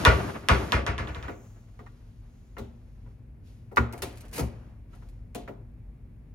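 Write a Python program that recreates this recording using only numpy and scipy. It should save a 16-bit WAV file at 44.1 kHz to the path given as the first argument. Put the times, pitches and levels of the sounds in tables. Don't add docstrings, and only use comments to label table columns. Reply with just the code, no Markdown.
import sys
import numpy as np
from scipy import signal
from scipy.fft import rfft, irfft, next_fast_len
from scipy.io import wavfile
from scipy.ndimage import map_coordinates

SR = 44100
rng = np.random.default_rng(int(sys.argv[2]) if len(sys.argv) > 2 else 0)


def store_pcm(level_fs):
    pcm = np.round(np.clip(level_fs, -1, 1) * 32767).astype(np.int16)
    wavfile.write(sys.argv[1], SR, np.atleast_2d(pcm).T)


N = 279594
T = np.arange(int(.8 * SR)) / SR
TOP_HZ = 15950


def amp(db):
    return 10 ** (np.asarray(db) / 20)


def unit(x):
    return x / np.sqrt(np.mean(x[0] ** 2) + 1e-20)


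def struck(x):
    onset = x[0, :int(.03 * SR)]
    return x / np.sqrt(np.mean(onset ** 2) + 1e-20)


def along(points, hz):
    f, v = np.transpose(points)
    return np.interp(np.log(hz + 1), np.log(f + 1), v)


def wobble(rate):
    knots = rng.standard_normal(int(N * rate / SR) + 4)
    return map_coordinates(knots, [np.arange(N) * rate / SR])


def filtered(x, response):
    n = x.shape[-1]
    m = next_fast_len(n + 8192, True)
    return irfft(rfft(x, m) * response(np.fft.rfftfreq(m, 1 / SR)), m)[..., :n]


def coloured(x, spectrum):
    def response(hz):
        cep = irfft(np.log(amp(along(spectrum, hz))))
        half = len(cep) // 2
        return np.exp(rfft(np.r_[cep[0], 2 * cep[1:half], np.zeros(half)]))
    return filtered(x, response)


def noise(spectrum, size):
    white = rng.standard_normal((2, size))
    return unit(filtered(white, lambda hz: amp(along(spectrum, hz))))


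def dying(t60s):
    hz, t, z = signal.stft(rng.standard_normal((2, len(T))), SR, nperseg=256)
    decay = amp(-60 * t / along(t60s, hz)[:, None])
    return signal.istft(z * decay, SR, nperseg=256)[1][:, :len(T)]


def bent(x, lag):
    return filtered(x, lambda hz: np.exp(-4j * np.pi * lag * np.sqrt(1000 * hz)))


def ring(modes, attack, scatter_db):
    waves = 0
    for hz, db, t60 in modes:
        strength_db = db + rng.normal(0, scatter_db, (2, 1))
        phase = np.array([[0], [rng.uniform(0, 2 * np.pi)]])
        waves = waves + amp(strength_db - 60 * T / t60) * np.sin(2 * np.pi * hz * T + phase)
    return struck(waves * (1 - np.exp(-T / attack)))


def add(track, s, sound):
    part = track[:, max(round(s * SR), 0):][:, :sound.shape[1]]
    part += sound[:, :part.shape[1]]


def boxed(x, span, echo_db, count=10):
    out = x.copy()
    gains = rng.choice([-1, 1], count) * amp(echo_db)
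    for delay, gain in zip(rng.uniform(.002, span, count), gains):
        add(out, delay, gain * x)
    return out


# columns f/Hz, decay time t60/s
ROOM_DECAY = [(100, 0.56), (500, 0.59), (2000, 0.442), (8000, 0.263), (15000, .22)]


def burst(spectrum, t60, tail_db):
    blow = rng.standard_normal((2, len(T))) * amp(-60 * T / t60)
    direct = boxed(blow, span=.013, echo_db=-10.5)
    return struck(coloured(direct + amp(tail_db) * dying(ROOM_DECAY), spectrum))


def gesture(start, hold, attack, change_db, t60):
    t = np.arange(N) / SR - start
    rise = np.exp(-(np.minimum(t, 0) / attack * 2) ** 2)
    return rise * amp(change_db * np.clip(t / hold, 0, 1) - 60 * np.maximum(t - hold, 0) / t60)


# columns f/Hz, level/dB (relative)
DRONE_SPECTRUM = [(22, -18.5), (44, 4.5), (80, -5.5), (109, -2), (150, -12), (242, -18.5), (330, -25.5),
                  (600, -34), (1230, -45.5), (2400, -46.5), (3100, -56), (6100, -61.5), (11000, -59.5),
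                  (16000, -67)]
# columns f/Hz, level/dB (peak, before wavering)
HUM_TONES = [(43, -58.5), (113, -54.5), (237, -61)]
EARLY_DRONE_DB, LATE_DRONE_DB = -49.5, -45.5
DRONE_RISE_START_S, DRONE_RISE_END_S = 1.8, 3.6


def background():
    t = np.arange(N) / SR
    drone_db = np.interp(t, [DRONE_RISE_START_S, DRONE_RISE_END_S], [EARLY_DRONE_DB, LATE_DRONE_DB])
    hum = np.zeros(N)
    for hz, db in HUM_TONES:
        strength = amp(db + 1.5 * wobble(7))
        hum += strength * np.sin(2 * np.pi * hz * t + 1.3 * wobble(14))
    drone = amp(drone_db) * noise(DRONE_SPECTRUM, N)
    return drone + hum * np.array([[1], [0]])


# columns start t/s, hold t/s, scrape level/dB, hiss level/dB
RUB_STROKES = [(0, 0.3, -30.5, -47), (0.54, 0.16, -33.5, -50), (1.064, 0.17, -43, -77),
               (1.44, 1.68, -66.5, -75), (3.481, 0.064, -70.5, -68.5), (3.978, 0.7, -54, -71),
               (4.937, 0.22, -65.5, -74.5)]
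# columns start t/s, hold t/s, level/dB
FREE_SWINGS = [(1.099, 0.37, -70), (2.378, 0.097, -80)]
# columns f/Hz, level/dB (relative)
SCRAPE_SPECTRUM = [(40, -27), (70, 7), (200, 0.5), (420, -3.5), (700, -8), (1500, -12.5), (3000, -23),
                   (7000, -52)]
HISS_SPECTRUM = [(1000, -12), (2500, 0), (5000, 0), (6700, -1), (8200, -7), (11000, -5), (14500, -17),
                 (17000, -35)]
SWING_SPECTRUM = [(4500, -27), (5900, -6), (6600, -1.5), (7300, -2.5), (8200, -17.5)]
STROKE_ATTACK_S, STROKE_SAG_DB, STROKE_T60_S = 0.069, 5, 0.74
SWING_ATTACK_S, SWING_T60_S = .2, 1.2
SCRAPE_ROUGH_DB, SCRAPE_CATCHES_PER_S = 2.5, 45


def rubbing():
    scrape, hiss, swish = np.zeros((3, N))
    for s, hold, scrape_db, hiss_db in RUB_STROKES:
        stroke = gesture(s, hold, STROKE_ATTACK_S, -STROKE_SAG_DB, STROKE_T60_S)
        scrape += amp(scrape_db) * stroke
        hiss += amp(hiss_db) * stroke
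    for s, hold, db in FREE_SWINGS:
        swish += amp(db) * gesture(s, hold, SWING_ATTACK_S, 0, SWING_T60_S)
    scrape *= amp(SCRAPE_ROUGH_DB * wobble(SCRAPE_CATCHES_PER_S))
    hiss *= amp(1.2 * wobble(4.6))
    swish *= amp(1.3 * wobble(2.7))
    out = scrape * noise(SCRAPE_SPECTRUM, N)
    out += hiss * noise(HISS_SPECTRUM, N)
    return out + swish * noise(SWING_SPECTRUM, N)


# columns t/s, level/dB
AIR_PUSHES = [(2.6, -40), (3.787, -23), (4.019, -39.5), (4.411, -28.5)]
# columns f/Hz, level/dB (relative), t60/s
FRIDGE_BOX = [(68, 6.5, 0.23), (115.3, -0.5, 0.38), (234.7, -2, 0.3), (385.5, -15.5, 0.22)]
BASS_SCATTER_DB = 1


def thumps():
    out = np.zeros((2, N))
    for s, db in AIR_PUSHES:
        add(out, s, amp(db) * ring(FRIDGE_BOX, attack=0.0095, scatter_db=BASS_SCATTER_DB))
    return out


# columns t/s, skin level/dB, hollow body level/dB, edge level/dB (before each part's trim)
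DOOR_KNOCKS = [(1.281, -34, -36.5, -63), (1.791, -44, -50.5, -60.5), (1.863, -45, -77, -62),
               (2.568, -38, -46, -61), (2.583, -40.5, -41, -45.5), (3.062, -59.5, -61, -80),
               (3.714, -51.5, -44.5, -76), (3.77, -11, -28.5, -35.5), (3.932, -39, -41, -69),
               (4.024, -32.5, -34, -35), (4.932, -50.5, -63, -64), (5.022, -56, -58, -69.5),
               (5.349, -43, -35.5, -40.5), (5.477, -37, -39.5, -57)]
# columns f/Hz, level/dB (relative)
SKIN_SPECTRUM = [(250, -23.5), (450, -7.5), (700, -10), (1000, -8), (1150, -3), (1380, -3.5), (1700, -13),
                 (1950, -10), (2500, -17), (3200, -29), (6000, -36.5), (9000, -59)]
HOLLOW_SPECTRUM = [(120, -18), (240, 2), (310, -2), (450, -3), (700, -9.5), (900, -11.5), (2000, -43.5)]
EDGE_SPECTRUM = [(1200, -12), (2100, -3.5), (3100, 0), (3900, 0.5), (4800, -7.5), (7000, -3.5),
                 (8100, -6.5), (9500, -21.5), (14000, -17)]
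# columns f/Hz, level/dB (relative), t60/s
SKIN_RING = [(443, -14, 0.1), (765, -15.5, 0.17), (980.5, -2, 0.085), (1417, -11.5, 0.21),
             (1908, -8, 0.098)]
HOLLOW_RING = [(221.8, -12, 0.466), (278.5, 8, 0.22), (394, 3.5, 0.28), (552, -8.5, 0.35), (706, 3, 0.25)]


def knocks():
    out = np.zeros((2, N))
    for s, skin_db, body_db, edge_db in DOOR_KNOCKS:
        add(out, s, amp(skin_db - 11.5) * burst(SKIN_SPECTRUM, t60=.06, tail_db=-18))
        add(out, s, amp(skin_db - 17.0) * ring(SKIN_RING, attack=0.00053, scatter_db=2.5))
        add(out, s + 0.0027, amp(body_db - 3.5) * burst(HOLLOW_SPECTRUM, t60=0.17, tail_db=-5.5))
        add(out, s + 0.00274, amp(body_db - 9.5) * ring(HOLLOW_RING, attack=0.016, scatter_db=6.5))
        add(out, s, amp(edge_db - 10.5) * burst(EDGE_SPECTRUM, t60=.06, tail_db=-4.5))
    return out


PEEL_START_S, PEEL_HOLD_S, PEEL_DB = 4.335, .062, -43.5
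STRETCH_S, STRETCH_DB, STRETCH_SCATTER_DB = 0.22, -47.5, 0.5


def stretching(count=6):
    slots = (np.arange(count) + rng.uniform(size=count)) / count
    return list(zip(PEEL_START_S - STRETCH_S * slots, rng.normal(STRETCH_DB, STRETCH_SCATTER_DB, count)))


# columns t/s, level/dB (before a common trim)
STICKY_TICKS = [(2.583, -40.5), (3.7609, -31), (3.776, -41.5), (3.926, -34), (3.978, -37.5), (4.021, -20),
                (4.031, -26), (4.1729, -39), (4.208, -38.5), (4.394, -27), (4.95, -52), (5.088, -51),
                (5.348, -29.5)]
# columns f/Hz, level/dB (relative)
RUBBER_SPECTRUM = [(300, -17), (800, -3.5), (1200, -8), (2500, -0.5), (3600, -9), (4400, -2.5), (5300, -6),
                   (8000, -4), (11200, -4.5), (13500, -12.5), (16000, -15)]
GAP_AIR_SPECTRUM = [(35, -37.5), (70, -3), (150, 2.5), (300, -2.5), (440, -4), (600, -7.5), (1000, -13),
                    (1600, -23), (4000, -41)]
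PEEL_ATTACK_S, PEEL_SWELL_DB_PER_S, PEEL_T60_S = 0.012, 92, 0.083
GULP_DELAY_S, GULP_DB = 0.028, -29.5


def seal():
    out = np.zeros((2, N))
    for s, db in STICKY_TICKS + stretching():
        add(out, s, amp(db - 18.5) * burst(RUBBER_SPECTRUM, t60=0.028, tail_db=-13))
    swell_db = PEEL_SWELL_DB_PER_S * PEEL_HOLD_S
    peeling = amp(PEEL_DB) * gesture(PEEL_START_S, PEEL_HOLD_S, PEEL_ATTACK_S, swell_db, PEEL_T60_S)
    pop_db = 5 * rng.standard_normal(N) + 2.5 * wobble(180)
    pops = rng.standard_normal((2, N)) * amp(pop_db)
    peel = peeling * unit(coloured(pops, RUBBER_SPECTRUM))
    peel += peeling * amp(-4) * noise(GAP_AIR_SPECTRUM, N)
    room = dying(ROOM_DECAY)
    echo = signal.fftconvolve(peel[:1], room / np.linalg.norm(room[0]), axes=1)[:, :N]
    out += peel + amp(-8) * echo
    gulp = burst(GAP_AIR_SPECTRUM, t60=.15, tail_db=-17.0) * (1 - np.exp(-T / 0.027))
    add(out, PEEL_START_S + GULP_DELAY_S, amp(GULP_DB) * bent(struck(gulp), lag=0.012))
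    return out


# columns t/s, strength level/dB (relative to the first)
HINGE_SLIPS = [(0.051, 0), (0.4867, -4.5), (0.7212, -9.5), (0.8654, -15.5), (0.9807, -20), (1.0736, -28),
               (1.1477, -28), (1.2272, -29.5), (1.2814, -33.5)]
# columns f/Hz, level/dB (relative)
CRACK_SPECTRUM = [(300, -9.5), (1200, -1.5), (2500, -1), (3600, 0), (5000, -10), (10000, -16.5),
                  (16000, -29.5)]
PANEL_SPECTRUM = [(30, -36), (60, -14), (105, 0), (148, -10), (195, -6), (280, -7), (560, -6), (830, -9),
                  (1000, -4), (1500, -3), (2200, -8), (3500, -19), (6000, -25), (10500, -34), (15000, -52),
                  (17000, -75)]
# columns f/Hz, t60/s
PANEL_DECAY = [(100, 0.62), (400, 0.55), (1200, 0.23), (3000, 0.32), (10000, 0.19)]
# columns f/Hz, level/dB (relative), t60/s
HINGE_ARM = [(2390, 2, 0.035), (3190, -0.5, 0.03), (3540, 6.5, 0.047), (4517, -8, 0.021),
             (5790, -11.5, 0.013)]
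PANEL_MODES = [(234.6, 2, 0.17), (313, -4.5, 0.87), (394.3, -2, 0.76), (531, 0.5, 0.38), (641.4, 1, 0.3),
               (686, -7, .8), (940, -3.5, 0.2937), (1138, 0.5, .45), (1206, -8, 0.8), (1341, 3.5, 0.24),
               (1460, 1, 0.26), (1760, -13.5, 0.21), (1860, -12.5, .42)]
CAVITY_MODES = [(65.4, -1, .3), (78.1, -9.5, 0.3), (86.5, -4.5, 0.19), (121.15, -12, .35)]
CRACK_DB, PANEL_DB, BOOM_DB = 0.5, -15.5, -14
CRACK_GROWS, BOOM_GROWS = 1.1, 0.829


def hinge():
    out = np.zeros((2, N))
    panel = dying(PANEL_DECAY)
    for s, db in HINGE_SLIPS:
        crack_db = CRACK_DB + CRACK_GROWS * db
        panel_db = PANEL_DB + db
        boom_db = BOOM_DB + BOOM_GROWS * db
        snap = rng.standard_normal((2, len(T))) * amp(-60 * T / 0.0039) * [[1], [.4]]
        crack = coloured(snap, CRACK_SPECTRUM)
        crack = filtered(crack, lambda hz: amp(1.1 * min(crack_db, 0) * (hz / TOP_HZ) ** 2))
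        add(out, s, amp(crack_db) * crack / np.abs(crack).max())
        add(out, s, amp(panel_db - 17) * ring(HINGE_ARM, attack=0.00033, scatter_db=7.0))
        shaken = (panel + .5 * dying(PANEL_DECAY)) * (1 - np.exp(-T / 0.0013))
        body = coloured(boxed(shaken, span=.011, echo_db=-14.0), PANEL_SPECTRUM)
        add(out, s, amp(panel_db - 0.5) * bent(struck(body), lag=.003))
        modes = ring(PANEL_MODES, attack=0.0021, scatter_db=1.5)
        add(out, s, amp(panel_db - 7.5) * bent(modes, lag=0.0046))
        boom = ring(CAVITY_MODES, attack=0.005, scatter_db=BASS_SCATTER_DB)
        add(out, s + 0.022, amp(boom_db) * boom)
    return out


# columns f/Hz, side gain level/dB
SIDE_WIDTH = [(60, -19.5), (130, -16.5), (260, -11), (500, -4.5), (1500, -1.5), (4000, -3.5), (9000, -14)]
# columns f/Hz, left minus right level/dB
LEFT_BALANCE = [(50, 0.5), (130, 2.5), (500, 2.5), (1000, 0.5), (4000, 0), (9000, 0.9)]
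# columns f/Hz, phase by which left leads/rad
LEFT_LEAD = [(100, 0), (1000, -0.1), (2300, 0.26), (3500, 1.4), (6000, 1.22), (8000, 2.1), (10000, 1.09),
             (14000, 0.5)]


def scene():
    mid, side = hinge() + knocks() + seal() + thumps() + rubbing() + background()
    side = filtered(side, lambda hz: amp(along(SIDE_WIDTH, hz)))
    sign = np.array([[.5], [-.5]])

    def ports(hz):
        return amp(sign * along(LEFT_BALANCE, hz)) * np.exp(1j * sign * along(LEFT_LEAD, hz))
    return filtered(np.array([mid + side, mid - side]), ports)


def record(dry):
    def band(hz):
        bass = signal.freqs(*signal.butter(5, 37, "high", analog=True), hz)[1]
        return bass * (hz < TOP_HZ)
    limited = dry / (1 + np.abs(dry / .92) ** 8) ** (1 / 8)
    return filtered(limited, band)


dry = scene()
out = record(dry)
store_pcm(out)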